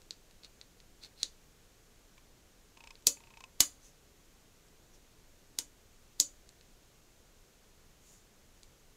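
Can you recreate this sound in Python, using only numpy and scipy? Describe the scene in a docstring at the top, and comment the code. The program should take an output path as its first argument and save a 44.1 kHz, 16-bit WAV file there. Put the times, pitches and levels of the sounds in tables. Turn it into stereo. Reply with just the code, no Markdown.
"""Rotary selector on a metal panel

A hand works a rotary selector on a sheet-metal equipment panel, close by in a small quiet room.
Fingers tick and brush on the panel and knob. The detent snaps over, two steps up and later two
steps back, ringing the switch and the chassis. A small lens motor steps faintly beside the
microphone. Low rumble and microphone hiss lie underneath."""
import sys
import numpy as np
from scipy import signal
from scipy.fft import rfft, irfft
from scipy.io import wavfile

SR = 44100
rng = np.random.default_rng(int(sys.argv[2]) if len(sys.argv) > 2 else 0)


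def inscribe(sig):
    """Save sig as 16-bit PCM at rate SR to the path in sys.argv[1].

    A 1-D sig is mono; a 2-D sig holds one channel per row.
    Samples are clipped to [-1, 1] before scaling.
    """
    pcm = np.round(np.clip(np.atleast_2d(sig).T, -1, 1) * 32767)
    wavfile.write(sys.argv[1], SR, pcm.astype(np.int16))


N = 395136
EVENT_SAMPLES = 16384
AGE_S = np.arange(EVENT_SAMPLES) / SR


def from_db(db):
    """Decibels to gain."""
    return 10 ** (np.asarray(db) / 20)


def unit_energy(x):
    """Scale to a mean energy of one per channel."""
    return x / np.sqrt(np.mean(np.sum(x ** 2, axis=-1)))


def add(track, start_s, sound):
    """Mix one event into a track."""
    start = round(start_s * SR)
    track[..., start:start + EVENT_SAMPLES] += sound[..., :N - start]


def coloured(x, curve):
    """Minimum-phase filter through (freq_hz, gain_db) points on a log-frequency axis."""
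    size = x.shape[-1]
    freq_hz, gain_db = np.transpose(curve)
    bin_hz = np.maximum(np.fft.rfftfreq(size, 1 / SR), 1)
    bin_db = np.interp(np.log(bin_hz), np.log(freq_hz), gain_db)
    cepstrum = irfft(np.log(from_db(bin_db)))
    cepstrum[1:size // 2] *= 2
    cepstrum[size // 2 + 1:] = 0
    return irfft(rfft(x) * np.exp(rfft(cepstrum)), size)


# Stereo width of contact sounds: freq_hz, side_gain_db
CONTACT_WIDTH = [(100, -13.5), (1000, -4.5), (2200, -12.5), (4200, -4.5), (7000, -2), (14000, -5)]

def stereo(mid, side, width=CONTACT_WIDTH):
    """Left and right from mid and filtered side."""
    return mid + coloured(side, width) * np.array([[1], [-1]])


def panned(x, left_db):
    """Raise left over right by left_db."""
    return x * from_db(np.array([[left_db], [-left_db]]) / 2)


def ringing(modes, spread_db, spread_rad):
    """Struck modes: decaying sines, level varied per blow, phase per blow and channel."""
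    pitch_hz, level_db, t60_s = np.transpose(modes)[:, :, None]
    struck_db = level_db + spread_db * rng.standard_normal(pitch_hz.shape)
    envelope = from_db(struck_db - 60 * AGE_S / t60_s)
    phase = spread_rad * rng.standard_normal((2, *pitch_hz.shape))
    return np.sum(envelope * np.sin(2 * np.pi * pitch_hz * AGE_S + phase), axis=1)


def burst(t60_s, rise_s):
    """Two independent flurries of tiny contacts, whitened so no pitch stands out."""
    envelope = from_db(-60 * AGE_S / t60_s) * (1 - np.exp(-AGE_S / rise_s))
    flurry = rng.standard_normal((2, EVENT_SAMPLES)) * envelope
    for _ in range(3):
        spectrum = rfft(flurry)
        flurry = irfft(spectrum / (np.abs(spectrum) + 1e-9)) * np.sqrt(envelope)
    return unit_energy(flurry)


# Room rumble and microphone hiss spectra: freq_hz, gain_db
RUMBLE_SPECTRUM = [(5, -23), (20, 1), (45, -9), (85, -13.5), (200, -17.5), (310, -19.5), (430, -18.5),
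                   (600, -23), (1000, -29), (1400, -59)]
HISS_SPECTRUM = [(590, -30.5), (1000, -5), (1120, -1), (1330, -2.5), (1480, -1), (1600, -2), (1730, -3),
                 (2910, -3.5), (4240, -4), (4980, -5), (6630, -2), (9150, -9.5), (14600, -11.5),
                 (15500, -16.5)]
# Stereo width of the background: freq_hz, side_gain_db
BACKGROUND_WIDTH = [(60, -6.5), (130, -2.5), (290, -5.5), (640, -4.5), (1410, -3), (3100, -2.5), (6820, 1),
                    (15000, -1.5)]

def background(spectrum, level_db, left_db):
    """Steady coloured noise, slightly off centre."""
    noise = coloured(rng.standard_normal((2, N)), spectrum)
    mid, side = np.sqrt(N) * unit_energy(noise)
    return panned(from_db(level_db) * stereo(mid, side, BACKGROUND_WIDTH), left_db)


# Spans where the fingers shift their hold: start_s, end_s
GRIP_SHIFTS = [(0, 0.65), (2.96, 3.05)]

def grip_touches(rate_hz=3, level_db=-38, spread_db=1.5, treble_db=2):
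    """Shifting fingers touch faintly at random; yields start_s, level_db, treble_db."""
    for start_s, end_s in GRIP_SHIFTS:
        for _ in range(int(np.ceil(rate_hz * (end_s - start_s)))):
            yield rng.uniform(start_s, end_s), level_db + spread_db * rng.standard_normal(), treble_db


# Light contacts of fingers and knob: start_s, level_db, treble_db
FINGER_TICKS = [(.1081, -14, -8), (.4345, -30.5, -15), (.4470, -25.5, -9), (.6133, -24, -10),
                (.8020, -34, -13), (1.0365, -27, -19), (1.0470, -28, -11), (1.2309, -1, -5),
                (2.9545, -31.5, -14.5), (6.4908, -31, 5), (6.6108, -35.5, -8), (8.6323, -29.5, 5)]
# Tick spectrum: freq_hz, gain_db
TICK_SPECTRUM = [(60, -25), (400, -19.5), (1100, -33), (2000, -20.5), (3100, -17.5), (3900, -2.5),
                 (4500, -1.5), (5300, -9.5), (6700, -7.5), (7600, -10), (10000, -18), (15000, -40.5)]

def finger_ticks(t60_s=0.0026, side_db=-7, firm_db=-13,
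                 shiver_delay_s=0.0018, shiver_t60_s=0.027, shiver_db=-14):
    """Light contacts, damped at once by the hand; the panel shivers after each."""
    out = np.zeros((2, N))
    parts = [(0, t60_s, 0), (shiver_delay_s, shiver_t60_s, shiver_db)]
    for start_s, level_db, treble_db in [*FINGER_TICKS, *grip_touches()]:
        midrange_db = 0.44 * (firm_db - level_db)  # lighter ticks have more midrange
        tone = [(2600, midrange_db), (3800, 0), (4500, 0), (9000, treble_db)]
        for delay_s, part_t60_s, part_db in parts:
            mid, side = burst(part_t60_s, rise_s=0.0005)
            tick = coloured(stereo(mid, from_db(side_db) * side), TICK_SPECTRUM)
            tick = unit_energy(coloured(tick, tone))
            add(out, start_s + delay_s, from_db(level_db + part_db) * tick)
    return out


# Skin on panel and knob: centre_s, half_length_s, level_db, pitch_hz
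SKIN_BRUSHES = [(.450, 0.015, -56, 4330), (1.044, 0.022, -51.5, 4360), (1.222, 0.038, -53, 4300),
                (3.861, 0.041, -60, 6500), (4.686, .008, -69, 5400), (4.950, 0.019, -64, 5800),
                (8.113, 0.086, -61.5, 7060)]

def skin_brushes(grain_db=6.5, skirt_db=-13):
    """Sliding skin: short swells of friction grains around one pitch."""
    out = np.zeros((2, N))
    peak_s = AGE_S.mean()
    for centre_s, half_length_s, level_db, pitch_hz in SKIN_BRUSHES:
        noise = rng.standard_normal((2, EVENT_SAMPLES))
        grains = noise * from_db(grain_db * rng.standard_normal(EVENT_SAMPLES))
        band = [(pitch_hz / 10, -24), (pitch_hz * 0.73, skirt_db), (pitch_hz, 0),
                (pitch_hz * 1.1, -9), (pitch_hz * 3, -28)]
        rub = np.sqrt(EVENT_SAMPLES) * unit_energy(coloured(stereo(*grains), band))
        swell = np.exp(-((AGE_S - peak_s) / half_length_s) ** 2)
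        add(out, max(centre_s - peak_s, 0), from_db(level_db) * rub * swell)
    return out


# Lens motor moves: start_s, step_count, gentle_db
MOTOR_MOVES = [(2.1785, 1, -50), (2.7717, 5, -48), (3.1703, 9, -51)]

def lens_steps(period_s=0.0336, firm_steps=3, last_db=-43.5, rise_db=0.9):
    """Evenly clocked steps, long moves ending in firmer ones; yields start_s, level_db."""
    for start_s, step_count, gentle_db in MOTOR_MOVES:
        for step in range(round(step_count)):
            remaining = round(step_count) - 1 - step
            firm = remaining < firm_steps < step_count
            level_db = last_db - rise_db * remaining if firm else gentle_db
            yield start_s + step * period_s, level_db


# Lens barrel modes: pitch_hz, level_db, t60_s
BARREL_MODES = [(921, -8, 0.1), (1047, -6.5, 0.063), (2340, -13, 0.073), (2564, 2, 0.037),
                (2790, -3, 0.011), (3600, -7, 0.011), (4400, -16, .016), (5130, -5.5, 0.022),
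                (5700, -16, 0.013), (6300, -6, 0.012), (7340, -5, 0.015)]
# Motor scrape spectrum: freq_hz, gain_db
SCRAPE_SPECTRUM = [(500, -17), (1000, 2), (1500, -9.5), (2500, 4), (3500, -1.5), (7500, -8), (11000, -34)]

def lens_motor(knock_db=-7, settle_s=0.0028, settle_db=-9, scrape_db=15, sharp_db=-45):
    """Each step knocks the barrel, scrapes briefly and settles with a softer knock."""
    out = np.zeros((2, N))
    for start_s, level_db in lens_steps():
        tone = [(2500, 0), (7000, level_db - sharp_db)]  # gentle steps are duller
        knocks = [(0, knock_db), (settle_s * rng.uniform(0.35, 1.2), settle_db)]
        for delay_s, part_db in knocks:
            knock = ringing(BARREL_MODES, spread_db=2.0, spread_rad=0.73)
            add(out, start_s + delay_s, from_db(level_db + part_db) * coloured(knock, tone))
        scrape = coloured(stereo(*burst(t60_s=0.029, rise_s=0.001)), SCRAPE_SPECTRUM)
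        add(out, start_s, from_db(level_db + scrape_db) * coloured(unit_energy(scrape), tone))
    return out


# Metal-on-metal contact spectrum: freq_hz, gain_db
METAL_SPECTRUM = [(60, -31.5), (250, -24.5), (700, -22.5), (1300, -20.5), (2000, -14), (2850, -13.5),
                  (3200, -7), (4400, 0.5), (5600, -3), (6800, 1.5), (7700, -2), (8500, -10), (10700, -7),
                  (15000, -14)]

def ball_roll(rush_s=0.001, creep_s=0.005, creep_db=-21):
    """The detent ball creeps off its crest and speeds up: friction swelling to the end."""
    fade = np.exp(-AGE_S / rush_s) + from_db(creep_db) * np.exp(-AGE_S / creep_s)
    friction = coloured(stereo(*rng.standard_normal((2, EVENT_SAMPLES))), METAL_SPECTRUM)
    return unit_energy(friction * fade[::-1])


def metal_blow(level_db, tone, t60_s):
    """Metal hits metal: a bright, dying flurry of contacts."""
    flurry = coloured(stereo(*burst(t60_s, rise_s=0.00081)), METAL_SPECTRUM)
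    return from_db(level_db) * coloured(unit_energy(flurry), tone)


def case_thump(pitch_hz=30, t60_s=0.027, rise_s=0.00069):
    """The case jolts on its feet and pushes one heavily damped swing of air."""
    envelope = from_db(-60 * AGE_S / t60_s) * (1 - np.exp(-AGE_S / rise_s))
    swing = np.cos(2 * np.pi * pitch_hz * AGE_S) * envelope
    highpass = signal.butter(1, 20, "high", fs=SR, output="sos")
    return panned(signal.sosfilt(highpass, swing), left_db=10)


# Detent snaps: start_s, level_db, reflection_delay_s, reflection_db,
# body_db, midrange_db, treble_db, thump_db
DETENT_SNAPS = [(3.069, 7, 0.0041, -5, -0.5, -9.5, -0.5, -35.5), (3.6046, 7, 0.0018, -3, -5, 3, 1.5, -31.5),
                (5.587, -5.5, 0.0034, -9, -10, 0.5, -0.5, -50),
                (6.2, 5.5, 0.0037, -6.5, -8, -12.5, -5, -51.5)]
# Modes of the spring and contacts, and of the chassis: pitch_hz, level_db, t60_s
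SPRING_MODES = [(2973, -9.5, 0.063), (4410, 1, 0.031), (4420, -13, .13), (5152, -7.5, 0.078),
                (6374, -18, 0.04), (5872, 1.5, 0.075), (6500, -15, 0.04), (7000, -1, 0.064),
                (7105, -25, 0.07), (7330, -2.5, .045), (7700, -12.5, 0.07), (7886, -11.5, 0.1),
                (8520, -7, 0.086), (9500, -13, 0.12), (10750, -11, 0.077)]
SHEET_METAL_MODES = [(186, -14, 0.069), (258, -6.5, .25), (280, -6.5, 0.21), (293, -4, .18),
                     (318, -5.5, 0.088), (480.6, -9, 0.12), (558, 0, 0.06), (940, -7.5, .07),
                     (1170, -7.5, 0.051), (1443, -6.5, 0.065), (2056, -7, 0.034), (2580, 5.5, .04)]
# Thinner tone of early reflection and rattle: freq_hz, gain_db
REFLECTION_TONE = [(300, -3), (2500, -4.5), (4300, -10.5), (6600, 2), (8500, 0.5), (14000, -9)]

def detent(roll_db=-17, crack_db=4, rattle_db=-8, spring_db=-34, chassis_db=-43):
    """The ball slams into a notch; a nearby surface reflects the snap; contacts rattle, metal rings."""
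    out = np.zeros((2, N))
    for (start_s, level_db, reflection_delay_s, reflection_db,
         body_db, midrange_db, treble_db, thump_db) in DETENT_SNAPS:
        tone = [(1500, midrange_db), (5500, 0), (7500, 0), (10000, treble_db)]
        reflection = panned(metal_blow(level_db + reflection_db, tone, t60_s=0.048), left_db=11.5)
        rattle = metal_blow(level_db + rattle_db, tone, t60_s=0.06)
        add(out, start_s - EVENT_SAMPLES / SR, from_db(level_db + roll_db) * ball_roll())
        add(out, start_s, metal_blow(level_db + crack_db, tone, t60_s=0.011))
        add(out, start_s + reflection_delay_s, coloured(reflection + rattle, REFLECTION_TONE))
        spring = ringing(SPRING_MODES, spread_db=2.0, spread_rad=0.92)
        chassis = ringing(SHEET_METAL_MODES, spread_db=6.5, spread_rad=0.3)
        add(out, start_s, from_db(level_db + spring_db) * coloured(spring, tone))
        add(out, start_s, from_db(chassis_db + body_db) * chassis)
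        add(out, start_s, from_db(thump_db) * case_thump())
    return out


# Wall reflection spectrum: freq_hz, gain_db
WALL_SPECTRUM = [(60, -19), (280, 10.5), (900, 8), (2500, 5.5), (4300, -1.5), (6800, 2.5), (9000, 1.5),
                 (15000, -3.5)]

def room_tail(sound, t60_s=0.29, send_db=-12, side_db=-4):
    """Near walls return a dense, quickly dying tail."""
    mid, side = burst(t60_s, rise_s=0.0026)
    reflections = mid + from_db(side_db) * side * np.array([[1], [-1]])
    response = coloured(unit_energy(reflections), WALL_SPECTRUM)
    return from_db(send_db) * signal.fftconvolve(sound, response, axes=1)[:, :N]


def scene():
    """Hand and switch in the room, over rumble and hiss; the close lens motor stays dry."""
    panel = detent() + finger_ticks() + skin_brushes()
    rumble = background(RUMBLE_SPECTRUM, level_db=-63, left_db=0.35)
    hiss = background(HISS_SPECTRUM, level_db=-67.5, left_db=0.2)
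    return panel + room_tail(panel) + lens_motor() + rumble + hiss


def record(dry):
    """Soft peak limiting, then a steep low-pass."""
    ceiling, cutoff_hz = 0.8, 15600
    rounded = ceiling * np.tanh(dry / ceiling)
    lowpass = signal.ellip(10, 0.1, 80, cutoff_hz, fs=SR, output="sos")
    return signal.sosfilt(lowpass, rounded)


dry = scene()
out = record(dry)
inscribe(out)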